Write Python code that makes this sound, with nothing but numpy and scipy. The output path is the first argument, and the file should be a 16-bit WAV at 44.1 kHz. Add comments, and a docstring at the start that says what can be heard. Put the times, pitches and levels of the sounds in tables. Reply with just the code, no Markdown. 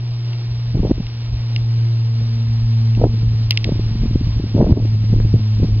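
"""A yard with a blossoming tree on a breezy day, heard from one microphone on a camera. A low drone, probably
a propeller plane passing over, sinks slowly in pitch: a sine and three overtones. Gusts buffet the microphone:
short pressure swings with bands of torn noise and rumble around them, and thin crackles of overload.
The camera's plastic body ticks as struck resonances. Behind lies the fine hiss of leaves, insects and
microphone, as coloured noise."""
import sys
import numpy as np
from scipy import signal
from scipy.fft import rfft, irfft
from scipy.io import wavfile
from scipy.ndimage import uniform_filter1d

SR = 44100
rng = np.random.default_rng(int(sys.argv[2]) if len(sys.argv) > 2 else 0)


def pcm_store(signal):
    """Save signal as 16-bit PCM."""
    levels = np.round(np.clip(np.atleast_2d(signal), -1, 1) * 32767)
    wavfile.write(sys.argv[1], SR, levels.astype(np.int16).T)


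N = 255780


def amp(db):
    """Decibels to gain."""
    return 10 ** (np.asarray(db) / 20)


def unit(x):
    """Scaled to rms 1."""
    return x / np.sqrt(np.mean(x ** 2) + 1e-20)


def in_time(rows):
    """Columns of a curve table after its seconds, each interpolated to one value per sample."""
    seconds, *columns = np.transpose(rows)
    return [np.interp(np.arange(N) / SR, seconds, column) for column in columns]


def band(low_hz, high_hz, order=2):
    """Band of fresh noise, rms 1; an extra second lets the filter settle."""
    sos = signal.butter(order, [low_hz, high_hz], "band", fs=SR, output="sos")
    return unit(signal.sosfilt(sos, rng.standard_normal(N + SR))[SR:])


def drift(rate_hz):
    """Slow random wandering of rms 1: noise through two equal one-pole lowpasses."""
    r = np.exp(-2 * np.pi * rate_hz / SR)
    wander = signal.lfilter([1], [1, -2 * r, r * r], rng.standard_normal(N + SR))
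    return unit(wander[SR:])


# The plane's fundamental at the microphone. Each row: time in seconds, rms level in dB before a faint flutter.
FUNDAMENTAL_LEVEL = [(0, -22), (0.12, -20.5), (0.5, -21.5), (0.7, -19), (0.9, -29), (1.1, -25), (1.6, -17),
                     (1.9, -14.5), (2.25, -18), (2.9, -13), (3.1, -18), (3.3, -15), (3.65, -19.5),
                     (3.9, -18), (4.1, -24), (4.3, -19), (4.5, -22), (4.9, -14.5), (5.1, -14), (5.8, -16.5)]
# Its overtones, swelling on their own with the air between plane and microphone.
# Each row: time in seconds, then the rms levels of the 2nd, 3rd and 4th harmonic in dB before their flutter.
OVERTONE_LEVELS = [(0, -47, -49.5, -59), (.4, -56, -50, -66.5), (.7, -47, -65, -56.5),
                   (1.1, -50.5, -51.5, -62), (1.4, -45.5, -53, -60), (1.9, -42, -44, -52.5),
                   (2.2, -36.5, -55, -50.5), (2.5, -33, -53, -58), (3.1, -32, -58, -51),
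                   (3.45, -43, -54, -55), (3.65, -40, -42, -56), (3.8, -39, -48, -60),
                   (4.0, -31.5, -52, -49), (4.3, -45, -48.5, -60), (5.1, -32.5, -51.5, -55),
                   (5.8, -33.5, -49, -60.5)]
BLADE_START_HZ, BLADE_SAG_HZ_PER_S = 119.5, 2.13   # the blade rate sinks evenly as the plane passes


def drone():
    """Clean blade tone and three overtones; moving air makes their phase and levels flutter a little."""
    blade_hz = BLADE_START_HZ - BLADE_SAG_HZ_PER_S * np.arange(N) / SR
    phase = 2 * np.pi * np.cumsum(blade_hz) / SR + 0.041 * drift(17.0)
    levels_db = [in_time(FUNDAMENTAL_LEVEL)[0] + 0.5 * drift(9)]
    levels_db += [db + 1.5 * drift(7) for db in in_time(OVERTONE_LEVELS)]
    out = np.zeros(N)
    for k, db in enumerate(levels_db):
        out += np.sqrt(2) * amp(db) * np.sin((k + 1) * phase + k)
    return out


# Strong eddies that thump the microphone port. 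Each row: centre in seconds, height of the bell in dB,
# pitch in Hz.
STRONG_EDDIES = [(0.75, -16, 250), (0.7758, -19, 250), (0.7958, -28.5, 320), (0.832, -13, 334),
                 (0.851, -9, 385), (0.871, -19.5, 450), (0.8976, -11, 232), (0.9126, 1.5, 284),
                 (0.9814, -18.5, 278), (1.0056, -12, 174), (2.9769, -15, 227), (3.0194, -6, 360),
                 (3.0402, 0.5, 503), (3.0521, -5, 265), (3.0673, -8.5, 320), (3.1388, -14.5, 170),
                 (3.2315, -16, 200), (3.6588, -18, 169), (3.6779, -19, 410), (3.6925, -9.5, 416),
                 (3.7215, -4.5, 236), (3.7961, -13, 317), (3.9565, -10.5, 168), (4.035, -16, 234),
                 (4.0578, -10.5, 244), (4.1099, -22, 252), (4.1576, -3, 245), (4.214, -11, 222),
                 (4.2733, -19, 167), (4.3686, -17, 170), (4.4, -12.5, 272), (4.441, -13, 226),
                 (4.5498, -9, 263), (4.568, -11.5, 350), (4.5797, -9, 440), (4.6038, -12, 310),
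                 (4.6141, -2, 285), (4.6276, 0.3, 308), (4.6441, -8.5, 428), (4.6672, -12.5, 480),
                 (4.6961, -6, 232), (4.71, -9, 316), (4.7252, -3.5, 257), (4.739, -8.5, 343),
                 (4.7737, -7.5, 347), (4.8003, -14.5, 390), (4.8542, -12.5, 266), (5.041, -14.5, 175),
                 (5.1312, -4.5, 170), (5.139, -12.5, 380), (5.1638, -12, 253), (5.2029, -18.5, 398),
                 (5.2562, -17, 170), (5.3421, -5, 243), (5.6009, -16.5, 230), (5.6302, -7.5, 292),
                 (5.6874, -21.5, 282)]
# Gusts at the port. Each row: start in seconds, hold in seconds, tearing in dB (nominal, near 170 Hz),
# brightness in dB (420 Hz against 170 Hz), deep rumble in dB before its flutter.
PORT_GUSTS = [(0.505, 0.017, -54, -7, -28), (0.76, 0.047, -24, -11.5, -23), (0.82, 0.042, -27, -4.5, -15.5),
              (0.906, 0.016, -22, -7, -21), (0.983, 0.022, -35.5, -11.5, -21), (1.323, 0.017, -49, -6, -23),
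              (1.574, .05, -52, -4, -31), (1.77, 0.016, -42, -16, -34), (2.202, 0.022, -38, -16, -32),
              (2.363, .02, -49.5, -3, -29), (2.455, 0.025, -46.5, -7, -26),
              (2.595, 0.023, -47.5, -6.5, -24.5), (2.81, .1, -47, -10.5, -38), (3.013, 0.039, -21, -5, -16),
              (3.11, 0.3, -40, -15, -34), (3.267, .02, -45, -11.5, -18.5), (3.45, .02, -50, -12, -29.5),
              (3.662, 0.058, -29, -9, -25), (3.743, 0.046, -33.5, -14.5, -23),
              (3.844, .03, -38.5, -16.5, -24), (3.918, .03, -35.5, -23, -19),
              (4.018, 0.17, -32.5, -24, -19), (4.212, 0.093, -34.5, -21.5, -23.5),
              (4.385, 0.084, -31, -20.5, -20), (4.561, .03, -22, -9.5, -25), (4.587, .045, -16, -5, -13.5),
              (4.649, .07, -18.5, -11, -13), (4.73, .08, -26, -8, -16.5), (4.897, .15, -38.5, -22, -27.5),
              (5.107, 0.063, -28.5, -14.5, -22.5), (5.194, 0.064, -29.5, -13.5, -16.5),
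              (5.327, 0.032, -22.5, -19, -23), (5.616, 0.037, -22.5, -15, -20),
              (5.692, 0.13, -37, -13, -26)]
TEAR_RISE_DB_S, TEAR_FALL_DB_S, TEAR_CALM_DB = 453, 349, -53
DEEP_RISE_DB_S, DEEP_FALL_DB_S, DEEP_CALM_DB = 199, 179.5, -46.5   # the rumble is slower


def gusts():
    """Wind on the port: the gust rows drive tearing, brightness, rumble and the lesser eddies."""
    tear, bright, deep = np.transpose(PORT_GUSTS)[2:]
    tear_db, which = gust_level(tear, TEAR_RISE_DB_S, TEAR_FALL_DB_S, TEAR_CALM_DB)
    deep_db, _ = gust_level(deep, DEEP_RISE_DB_S, DEEP_FALL_DB_S, DEEP_CALM_DB)
    bright_db = uniform_filter1d(bright[which], size=800)
    eddies = thumps(STRONG_EDDIES) + thumps(small_eddies(tear_db))
    return eddies + wind(eddies, tear_db, bright_db, deep_db)


def gust_level(peak_db, rise_db_s, fall_db_s, calm_db):
    """Each gust rises, holds and falls; returns the loudest level in dB and which gust has it."""
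    start, hold = np.transpose(PORT_GUSTS)[:2, :, None]
    t = np.arange(N) / SR
    before = rise_db_s * np.maximum(start - t, 0)
    after = fall_db_s * np.maximum(t - start - hold, 0)
    each = peak_db[:, None] - before - after
    return np.maximum(each.max(axis=0), calm_db), each.argmax(axis=0)


def thumps(rows, cycles=0.54, shape=1.32):
    """Each eddy is a swing or two of pressure under a pointed bell, at a random phase."""
    out, t = np.zeros(N), np.arange(-512, 512) / SR
    turns = rng.uniform(0, 2 * np.pi, len(rows))
    for (s, db, hz), turn in zip(rows, turns):
        i = round(s * SR) - 512
        bell = np.exp(-np.abs(t * hz / cycles) ** shape)
        out[i:i + 1024] += amp(db) * bell * np.cos(2 * np.pi * hz * t + turn)
        # a fainter, sharper edge at the centre of the swing
        edge = np.exp(-np.abs(t * hz / 0.1) ** 0.85)
        out[i:i + 1024] += amp(db - 20.5) * edge * np.cos(2 * np.pi * 0.45 * hz * t + 2 * turn)
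    return out


SMALL_PER_S, SMALL_OVER_TEAR_DB, SMALL_TOP_DB = 35.0, 13.5, -13
SMALL_LOW_HZ, SMALL_HIGH_HZ = 178, 308


def small_eddies(tear_db):
    """Lesser eddies at random times, following the gust of the moment; rows as for the strong ones."""
    when, size, pitch = rng.random((int(SMALL_PER_S * N / SR), 3)).T
    s = 0.02 + when * (N / SR - 0.04)   # clear of both ends
    top_db = np.minimum(tear_db[(s * SR).astype(int)] + SMALL_OVER_TEAR_DB, SMALL_TOP_DB)
    hz = SMALL_LOW_HZ * (SMALL_HIGH_HZ / SMALL_LOW_HZ) ** (pitch ** 2)   # the low pitches are commoner
    return list(zip(s, top_db - 6 * size, hz))


def wind(eddies, tear_db, bright_db, deep_db):
    """Lumpy noise: a deep rumble, and tearing that bunches around the eddies and slopes off to the treble."""
    near = uniform_filter1d(eddies ** 2, 400)
    bunching = (near + 1e-5) / (uniform_filter1d(near, 3000) + 1e-5)   # high on an eddy, low between
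    lumps = bunching ** 0.3 * amp(2.1 * drift(60))
    out = amp(deep_db + 3 * drift(14)) * band(21, 84, order=3)
    for hz in 100 * 2 ** np.arange(0, 3.5, 0.5):
        steps = np.log2(hz / 170) / np.log2(420 / 170)   # 0 at 170 Hz, 1 at 420 Hz
        slope_db = np.minimum(bright_db, 0) * steps - 14 * max(steps - 1, 0) ** 2
        out += lumps * amp(tear_db + slope_db) * band(hz / 2 ** 0.24, hz * 2 ** 0.28, order=3)
    return out


# Thin crackles of the recorder overloading on the tallest wind swings.
# Each row: start in seconds, peak in dB.
OVERLOAD_CRACKLES = [(.9135, -28), (4.615, -24), (4.6245, -33), (4.7252, -24), (5.2012, -24)]


def overload_crackles():
    """Thin crackles of the recorder overloading: an impulse through a band from 500 to 2000 Hz."""
    s, db = np.transpose(OVERLOAD_CRACKLES)
    sos = signal.butter(2, [500, 2000], "band", fs=SR, output="sos")
    crackle = signal.sosfilt(sos, np.eye(1, 256)[0])
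    at = np.round(s * SR).astype(int)[:, None] + np.arange(256)
    out = np.zeros(N)
    out[at] = amp(db)[:, None] * crackle / crackle.max()
    return out


# Ticks of the camera body, right at the microphone. Each row: start in seconds, relative strength in dB,
# brightness in dB per octave above 2800 Hz.
BODY_TICKS = [(0.3318, -26.5, -22), (1.0673, -27, -7), (1.562, -16, -4.5), (2.95, -30.5, -11),
              (3.5082, -4, -3.5), (3.513, -19, -10), (3.52, -18, -11), (3.5273, -24, -16), (3.5738, -7, -3),
              (3.6434, -10.5, -5.5)]
# Modes of the plastic body. Each row: pitch in Hz, relative strength in dB, 60 dB decay time in seconds.
BODY_MODES = [(2043, -2.5, 0.011), (2750, 3.5, 0.0096), (3420, -1.5, 0.01), (3780, -0.5, 0.0086),
              (4906, 7, 0.0047), (5800, -19.5, 0.0052)]


def ticks():
    """A short ragged snap strikes every mode of the body, the high ones by the tick's own brightness."""
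    s, strength_db, bright_db = np.transpose(BODY_TICKS)
    ragged = 0.39 * rng.standard_normal((len(s), 128)) * np.exp(-np.arange(128) / 66.0)
    ragged[:, 0] = 5.47   # one hard contact, then a scuff
    at = np.round(s * SR).astype(int)[:, None] + np.arange(128)
    out = np.zeros(N)
    for k, (hz, db, t60) in enumerate(BODY_MODES):
        snap_db = strength_db + db - 16 + bright_db * max(np.log2(hz / 2800), 0)
        snaps = np.full(N, 1e-18)
        snaps[at] += amp(snap_db)[:, None] * ragged
        r, w = amp(-60 / (t60 * SR)), 2 * np.pi * hz / SR
        ring = signal.lfilter([0, np.sin(w)], [1, -2 * r * np.cos(w), r * r], snaps)
        out += (-1) ** k * ring
    treble = signal.sosfilt(signal.butter(4, 1800, "high", fs=SR, output="sos"), out)
    return 0.093 * out + treble   # little is left below 1800 Hz


# Colour of the yard's hiss at the microphone. Each row: frequency in Hz, relative density in dB.
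HISS_COLOUR = [(60, 11.5), (200, 8.5), (500, 4), (900, 3.5), (1500, -2.5), (2000, -1), (2700, 2.5),
               (3500, 2), (5500, 5), (5900, -3), (6400, -21)]
# Its loudness. Each row: time in seconds, rms level in dB before a faint flutter.
HISS_LOUDNESS = [(0, -41), (3.2, -40.5), (3.9, -39), (4.7, -40.5), (5.8, -41)]


def hiss():
    """Smooth noise coloured by leaves, insects and microphone, breathing faintly."""
    hz = np.fft.rfftfreq(N, 1 / SR) + 1
    point_hz, point_db = np.transpose(HISS_COLOUR)
    colour = amp(np.interp(np.log(hz), np.log(point_hz), point_db)) * (hz > 30)
    noise = unit(irfft(rfft(rng.standard_normal(N)) * colour, N))
    return amp(in_time(HISS_LOUDNESS)[0] + 0.83 * drift(12)) * noise


LEFT_LAG_S = 3.73 / SR


def scene():
    """All layers are summed to one signal that feeds both channels; the left lags by a phase slope."""
    mono = drone() + gusts() + overload_crackles() + ticks() + hiss()
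    padded = np.pad(mono, 256, mode="reflect")   # keeps the lag from wrapping round the ends
    lag = np.exp(-2j * np.pi * np.fft.rfftfreq(len(padded), 1 / SR) * LEFT_LAG_S)
    late = irfft(rfft(padded) * lag, len(padded))
    return np.array([late[256:-256], mono])


CUTOFF_HZ = 6900   # 70 dB down from here up


def record(dry, knee_db=-4.0, release_db_s=95.5):
    """A limiter keyed by the right channel's lows ducks and recovers; peaks clip; the top is cut."""
    bass = signal.lfilter([0.1], [1, -0.9], dry[1])
    over_db = np.maximum(20 * np.log10(np.abs(bass) + 1e-9) - knee_db, 0)
    # holds each peak, then lets it fall at a steady rate
    fall = release_db_s * np.arange(N) / SR
    held_db = np.maximum.accumulate(over_db + fall) - fall
    duck_db = signal.lfilter([0.01], [1, -0.99], held_db)
    level = np.clip(dry * amp(-0.7 * duck_db), -0.96, 0.96)   # the converter overloads on the tallest swings
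    cut = signal.sosfilt(signal.cheby2(22, 70, CUTOFF_HZ, fs=SR, output="sos"), level)
    return np.clip(cut, -1, 1)


dry = scene()
out = record(dry)
pcm_store(out)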